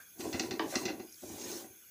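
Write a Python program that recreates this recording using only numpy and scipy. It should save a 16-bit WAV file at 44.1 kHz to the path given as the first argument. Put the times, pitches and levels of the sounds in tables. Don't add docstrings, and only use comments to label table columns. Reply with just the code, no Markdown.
import sys
import numpy as np
from scipy import signal
from scipy.fft import rfft, irfft, next_fast_len
from scipy.io import wavfile
from scipy.ndimage import uniform_filter1d

SR = 44100
rng = np.random.default_rng(int(sys.argv[2]) if len(sys.argv) > 2 else 0)


def amplitude_ratio(level_db):
    exponent = np.asarray(level_db, float) / 20
    return 10 ** exponent


def pcm_store(signal):
    levels = np.round(np.clip(np.atleast_2d(signal), -1, 1) * 32767)
    wavfile.write(sys.argv[1], SR, levels.astype(np.int16).T)


N = 83790
TIME = np.arange(N) / SR
FOOD_T60_S = .1


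def rms_one(x):
    return x / np.sqrt(np.mean(x ** 2) + 1e-20)


def in_time(rows, silence_db=-95):
    s, db = np.transpose(rows)
    return amplitude_ratio(np.interp(TIME, s, db, silence_db, silence_db))


def drift(rate):
    r = np.exp(-80 * np.pi * rate / SR)
    noise = rng.standard_normal(N // 40 + 2002)
    slow = signal.lfilter([1], [1, -2 * r, r * r], noise)[2000:]
    return np.interp(np.arange(N) / 40, np.arange(len(slow)), rms_one(slow))


def ring(x, hz, t60):
    r, w = amplitude_ratio(-60 / (t60 * SR)), 2 * np.pi * hz / SR
    return signal.lfilter([0, np.sin(w)], [1, -2 * r * np.cos(w), r * r], x + 1e-18)


def body(x, modes, tilt_db=0):
    out = 0
    for k, (hz, db, t60) in enumerate(modes):
        gain = amplitude_ratio(db + tilt_db * np.log2(hz / 3000))
        out = out + (-1) ** k * gain * ring(x, hz, min(t60, FOOD_T60_S))
    return out


def colour(x, points):
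    hz, db = np.transpose(points)
    log_hz = np.log(np.maximum(np.fft.rfftfreq(len(x), 1 / SR), 1))
    gain = amplitude_ratio(np.interp(log_hz, np.log(hz), db))
    return rms_one(irfft(rfft(x) * gain, len(x)))


def streaky(x, spread_db, per_s, width_hz):
    hz, _, z = signal.stft(x, SR, nperseg=512, noverlap=384)
    field = rng.standard_normal(z.shape)
    for _ in range(2):
        field = uniform_filter1d(field, max(int(width_hz / hz[1]), 1), axis=0)
        field = uniform_filter1d(field, max(int(SR / 128 / per_s), 1), axis=1)
    depth = np.clip(hz / 1500, .2, 1)[:, None]
    z = z * amplitude_ratio(spread_db * rms_one(field) * depth)
    return rms_one(signal.istft(z, SR, nperseg=512, noverlap=384)[1][:N])


def grains(per_s, spread_db):
    size = amplitude_ratio(spread_db * np.minimum(rng.exponential(1, N), 5)) * rng.choice([-1, 1], N)
    return size * (rng.random(N) < per_s / SR)


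def swell(t, rise, fall):
    t = np.maximum(t, 0)
    return (1 - np.exp(-t / rise)) * np.exp(-t / fall)


# (pitch [Hz], level [dB])
RIM = [(1430, -4), (1860, -2.5), (2036, 1), (2600, 0.5), (2810, -1.5), (3570, -4.5), (4000, -0.5),
       (4250, 2.5), (4600, -1.5), (5000, -1), (5330, -3), (5790, 1.4), (6450, -1), (7300, -5.5)]


def rim(x, tilt_db=0):
    return body(x, [(hz, db, .014) for hz, db in RIM], tilt_db)


# (time [s], level [dB])
DRAG = [(.14, -82), (.18, -56), (.26, -38.5), (.31, -45.5), (.44, -43.5), (.58, -49), (.655, -37.5),
        (.71, -52), (.86, -40.5), (.97, -49.5), (1.05, -50.5), (1.12, -96), (1.215, -73), (1.235, -53),
        (1.4, -49.5), (1.53, -45.5), (1.66, -56.5), (1.8, -81.5)]
# (pitch [Hz], level [dB], time to die away [s])
BOWL = [(91, -40, 0.13), (123, -21.5, 0.15), (179.5, -13.5, 0.051), (250.6, -3.5, 0.12), (261, -1, 0.065),
        (321.7, -2, 0.1), (364.7, -1.75, 0.06), (435, -5, 0.048), (560, -13, 0.075), (646, -13, 0.061),
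        (773, -10, 0.047), (860, -16.5, 0.062), (980, -13.5, 0.045), (1103, -15, 0.03)]


def drag():
    slips = grains(per_s=900, spread_db=3) + .5 * rng.standard_normal(N)
    push = slips * amplitude_ratio(1.5 * drift(30))
    shake = amplitude_ratio(-23) * rim(push)
    for k, mode in enumerate(BOWL):
        wander = amplitude_ratio(1.5 * drift(8))
        shake = shake + (-1) ** k * body(push * wander, [mode])
    even_s, even_share = .03, .7
    power = uniform_filter1d(shake ** 2, int(even_s * SR)) + 1e-12
    even = rms_one(shake / power ** (even_share / 2))
    return even * in_time(DRAG) * amplitude_ratio(1)


# (time [s], level [dB])
SLIDE = [(.17, -73), (.2, -50.5), (.27, -52.5), (.37, -55.5), (.45, -54.5), (.55, -68), (.66, -62),
         (.71, -48.5), (.75, -50.5), (.82, -51.5), (.92, -69.5), (1.1, -70), (1.2, -59.5), (1.25, -55.5),
         (1.38, -52), (1.5, -48.5), (1.61, -51.5), (1.67, -64.5)]
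# (pitch [Hz], level [dB per Hz])
EDGE = [(700, -54), (1200, -3), (3000, -3.5), (5150, 1.8), (6450, 6), (8500, 1), (13900, -8.5),
        (15000, -1.5)]


def edge():
    grit = grains(per_s=8000, spread_db=2.2) + rng.standard_normal(N)
    hiss = colour(grit, EDGE) + amplitude_ratio(-14.5) * jets(grit)
    hiss = streaky(hiss, spread_db=3.3, per_s=35, width_hz=200)
    low = signal.sosfiltfilt(signal.butter(2, 5000, fs=SR, output="sos"), hiss)
    speed = in_time(SLIDE)
    bite = (speed / amplitude_ratio(-52)) ** 1.1
    return (hiss - low + bite * low) * speed * amplitude_ratio(4)


# (time [s], rattle peak [dB], thump peak [dB], rattle length [s], brightness [dB per octave])
JOLTS = [(.189, -64, -32, 0.0021, -4), (0.205, -35.5, -44, 0.0064, -2), (.238, -51.5, -38.5, 0.015, -13),
         (.262, -51, -31, .005, -8), (0.327, -28.5, -52, 0.0053, -1), (0.339, -38.5, -23, 0.031, -7.5),
         (0.3943, -19.5, -22, 0.0044, 1), (0.434, -42, -31, 0.0056, -8.5),
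         (0.508, -24, -26.5, 0.0029, -1.8), (0.527, -53, -27.5, 0.003, -13), (0.72, -52, -70, 0.028, -16),
         (0.736, -44, -53, 0.018, -14), (0.7537, -19, -19.5, 0.0039, 1.5), (0.802, -48, -41, 0.0031, 9),
         (0.828, -47, -30, 0.019, -1), (0.852, -28, -27.5, 0.01, .5), (0.879, -34.5, -51, 0.018, -6),
         (0.892, -51, -26.5, 0.012, -11.5), (0.936, -60, -36, 0.0059, 3), (0.994, -46, -28, 0.016, -5.7),
         (1.22, -55, -43, 0.0042, 1), (1.231, -70, -35, .005, -23.5), (1.291, -62, -32.5, .006, -4),
         (1.329, -67, -34.5, .005, -2), (1.411, -48, -58, 0.0089, 12), (1.447, -62, -36, 0.0061, 3),
         (1.514, -43, -42, 0.0063, 9), (1.542, -57, -37, .005, 5), (1.622, -66, -44, 0.004, -12.5),
         (1.64, -54, -40, 0.0066, -13)]
# (pitch [Hz], level [dB], time to die away [s])
SETTLE = [(185, -14, .06), (256, -5, .09), (325, -4, .1), (360, 0, .07), (440, -10, .06), (510, -15, .04),
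          (660, -14, .04), (775, -5, .06), (975, -12, .04), (1168, -10, .04)]


def jolts():
    out, span = np.zeros(N + SR), int(.25 * SR)
    t = TIME[:span]
    chatter = rms_one(grains(9000, 2.5) + rng.standard_normal(N))
    rim_norm = np.std(rim(chatter))
    lag_s, contact_s = .0062, .0004
    contact = swell(t - lag_s, contact_s, contact_s)
    thump_norm = np.abs(body(contact, SETTLE)).max()
    spread = 2 * rng.standard_normal((40, len(SETTLE)))
    same_share = .8
    for (s, db, thump_db, length, tilt_db), changes_db in zip(JOLTS, spread):
        i = int(s * SR)
        own = chatter[i:i + span]
        first = np.sqrt(same_share) * chatter[:span] + np.sqrt(1 - same_share) * own
        burst = first * swell(t, .0007, length)
        burst = burst + amplitude_ratio(-15) * own * swell(t, .0035, .036)
        burst = burst * amplitude_ratio(db - 3.5)
        rattle = rim(burst, tilt_db) + amplitude_ratio(-11.5) * body(burst, BOWL[8:], tilt_db)
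        crack = amplitude_ratio(-19.5 + 2 * tilt_db) * burst
        rattle = signal.lfilter(*signal.butter(3, 8200, fs=SR), rattle / rim_norm + crack)
        modes = [(hz, level + change, t60) for (hz, level, t60), change in zip(SETTLE, changes_db)]
        thump = body(contact, modes) / thump_norm
        out[i:i + span] += rattle + amplitude_ratio(thump_db - 3) * thump
    return out[:N]


# (pitch [Hz], level [dB], time to die away [s])
BLADE = [(255, -16, 0.08), (325, -12, .08), (436, -9, 0.1), (630, -7, 0.04), (730, -6, 0.05),
         (880, -3, 0.035), (1000, 1, 0.02), (1140, -1, 0.025), (1600, -2, 0.018), (1860, -3, 0.016),
         (2300, -4, 0.01), (3000, -1, 0.01), (3700, -2, 0.008), (5000, -1, 0.003)]


def knock():
    knock_s = .5943
    t = TIME - knock_s
    push_shape = swell(t, .00011, .0015) + amplitude_ratio(-10.5) * swell(t, .0016, .035)
    push = rng.standard_normal(N) * push_shape
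    push[int(knock_s * SR)] += amplitude_ratio(15)
    out = body(push, BLADE)
    return amplitude_ratio(-20) * out / np.abs(out).max()


# (time [s], peak level [dB], pitch
# [Hz])
SNAPS = [(1.119, -53, 6300), (1.124, -42, 6000), (1.131, -48, 5500), (1.137, -50, 6100),
         (1.1425, -42, 5300), (1.158, -51, 4500), (1.175, -55, 5800), (1.222, -51, 6200),
         (1.235, -53, 6300), (1.247, -50, 6600), (1.415, -44, 2950), (.187, -49, 6200), (1.124, -49, 6900),
         (1.143, -47, 4600), (1.094, -54, 6000), (.738, -40, 1150), (.748, -37, 1200), (.758, -33, 1170),
         (.782, -38, 1170), (.792, -41, 1300)]


def snaps():
    out, length_s, cycles = np.zeros(N), .0012, 14
    for s, db, hz in SNAPS:
        puff = rng.standard_normal(N) * swell(TIME - s, length_s / 4, length_s)
        tick = ring(ring(puff, hz, cycles / hz), hz, cycles / hz)
        out += amplitude_ratio(db - 2.5) * tick / np.abs(tick).max()
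    return out


# (time [s], length [s], pitch [Hz], level [dB])
SQUEAKS = [
    (1.02, .027, 4980, -66),
    (1.056, .07, 4930, -66),
    (1.088, .035, 5560, -68),
    (1.0, .065, 6500, -67),
    (0.04, 0.07, 3350, -69),
]


def squeaks():
    out, t60 = np.zeros(N), .025
    for s, length, hz, db in SQUEAKS:
        breath = rng.standard_normal(N)
        tone = rms_one(ring(ring(breath, hz, t60), hz, t60))
        out += amplitude_ratio(db) * tone * np.sin(np.pi * np.clip((TIME - s) / length, 0, 1)) ** .5
    return out


# (time [s], level [dB])
SHOVES = [(.228, -51), (.258, -43.5), (.338, -37.5), (.4, -61), (.45, -48), (.51, -52.5), (.6, -69),
          (.65, -53), (.765, -52), (.838, -74), (.92, -55), (1.0, -78), (1.24, -51.5), (1.275, -50),
          (1.31, -46), (1.35, -51), (1.42, -60), (1.455, -70), (1.62, -74), (1.7, -59)]
# (pitch [Hz], level [dB], time to die away [s])
STOVE = [(96, 0, .3), (124, -3, .15)]


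def stove():
    def boom(push):
        return sum(amplitude_ratio(db) * ring(push, hz, t60) for hz, db, t60 in STOVE)

    contact_s, pushes = .002, 0
    for k, (s, db) in enumerate(SHOVES):
        pushes = pushes + (-1) ** k * amplitude_ratio(db) * swell(TIME - s, contact_s, contact_s)
    one_boom = boom(swell(TIME, contact_s, contact_s))
    return boom(pushes) / np.abs(one_boom).max()


# (pitch [Hz], width [Hz], level [dB])
JETS = [(1520, 160, -9), (2400, 260, -14), (3400, 200, -16), (5700, 600, -15), (6430, 450, -8),
        (11060, 500, -4), (12500, 900, -5), (15330, 300, -3), (14900, 900, -8), (10750, 300, -6)]
JET_GAINS_DB = [0.083, 4.2, 4.5, 0.06, 4.5, 0.1, .1, .1, 0.12, .1]


def jets(x):
    out = 0
    for (hz, width, db), gain_db in zip(JETS, JET_GAINS_DB):
        sos = signal.butter(2, [hz - width / 2, hz + width / 2], "band", fs=SR, output="sos")
        out = out + amplitude_ratio(db + gain_db) * rms_one(signal.sosfilt(sos, x)) * np.sqrt(width)
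    return rms_one(out)


# (pitch [Hz], level [dB per Hz])
BURNER = [(25, -4), (90, -7.5), (300, -14.5), (900, -24.5), (2400, -18.5), (5300, -21.5), (9000, -17),
          (13900, -36)]


def burner():
    roar = streaky(colour(rng.standard_normal(N), BURNER), spread_db=4.5, per_s=37, width_hz=200)
    hiss = streaky(jets(rng.standard_normal(N)), spread_db=2, per_s=12, width_hz=200)
    fading = rms_one(ring(rng.standard_normal(N), 1576, .012)) * amplitude_ratio(-56 - 60 * TIME / .27)
    return amplitude_ratio(-65) * roar + amplitude_ratio(-57.5) * hiss + fading


def kitchen(x):
    t60, wall_cut_hz = .31, 3700
    size = next_fast_len(N + SR)
    w = 2 * np.pi * np.fft.rfftfreq(size)
    dull = 1 / (1 + 1j * w * SR / (2 * np.pi * wall_cut_hz))
    tail = 0
    for k, lag in enumerate(rng.uniform(.009, .03, 8)):
        loop = amplitude_ratio(-60 * lag / t60) * dull * np.exp(-1j * w * lag * SR)
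        tail = tail + (-1) ** k * loop / (1 - loop)
    return irfft(rfft(x, size) * tail, size)[:N]


def scene():
    pan = drag() + edge() + jolts() + snaps() + squeaks() + knock() + stove()
    duck_s, duck_from_db, duck_share = .045, -27.5, .18
    r = np.exp(-1 / (duck_s * SR))
    level_db = 10 * np.log10(signal.lfilter([1 - r], [1, -r], pan ** 2) + 1e-12)
    duck = amplitude_ratio(-duck_share * np.maximum(level_db - duck_from_db, 0))
    return (pan + amplitude_ratio(-18) * kitchen(pan) + duck * burner())[None]


def band_limit(x):
    return signal.sosfilt(signal.butter(12, 16880, fs=SR, output="sos"), x)


def record(dry):
    mic = signal.sosfilt(signal.butter(3, 70, "high", fs=SR, output="sos"), dry)
    mix = signal.sosfilt(signal.ellip(14, .5, 90, 15490, fs=SR, output="sos"), mic)
    return band_limit(mix)


dry = scene()
out = record(dry)
pcm_store(out)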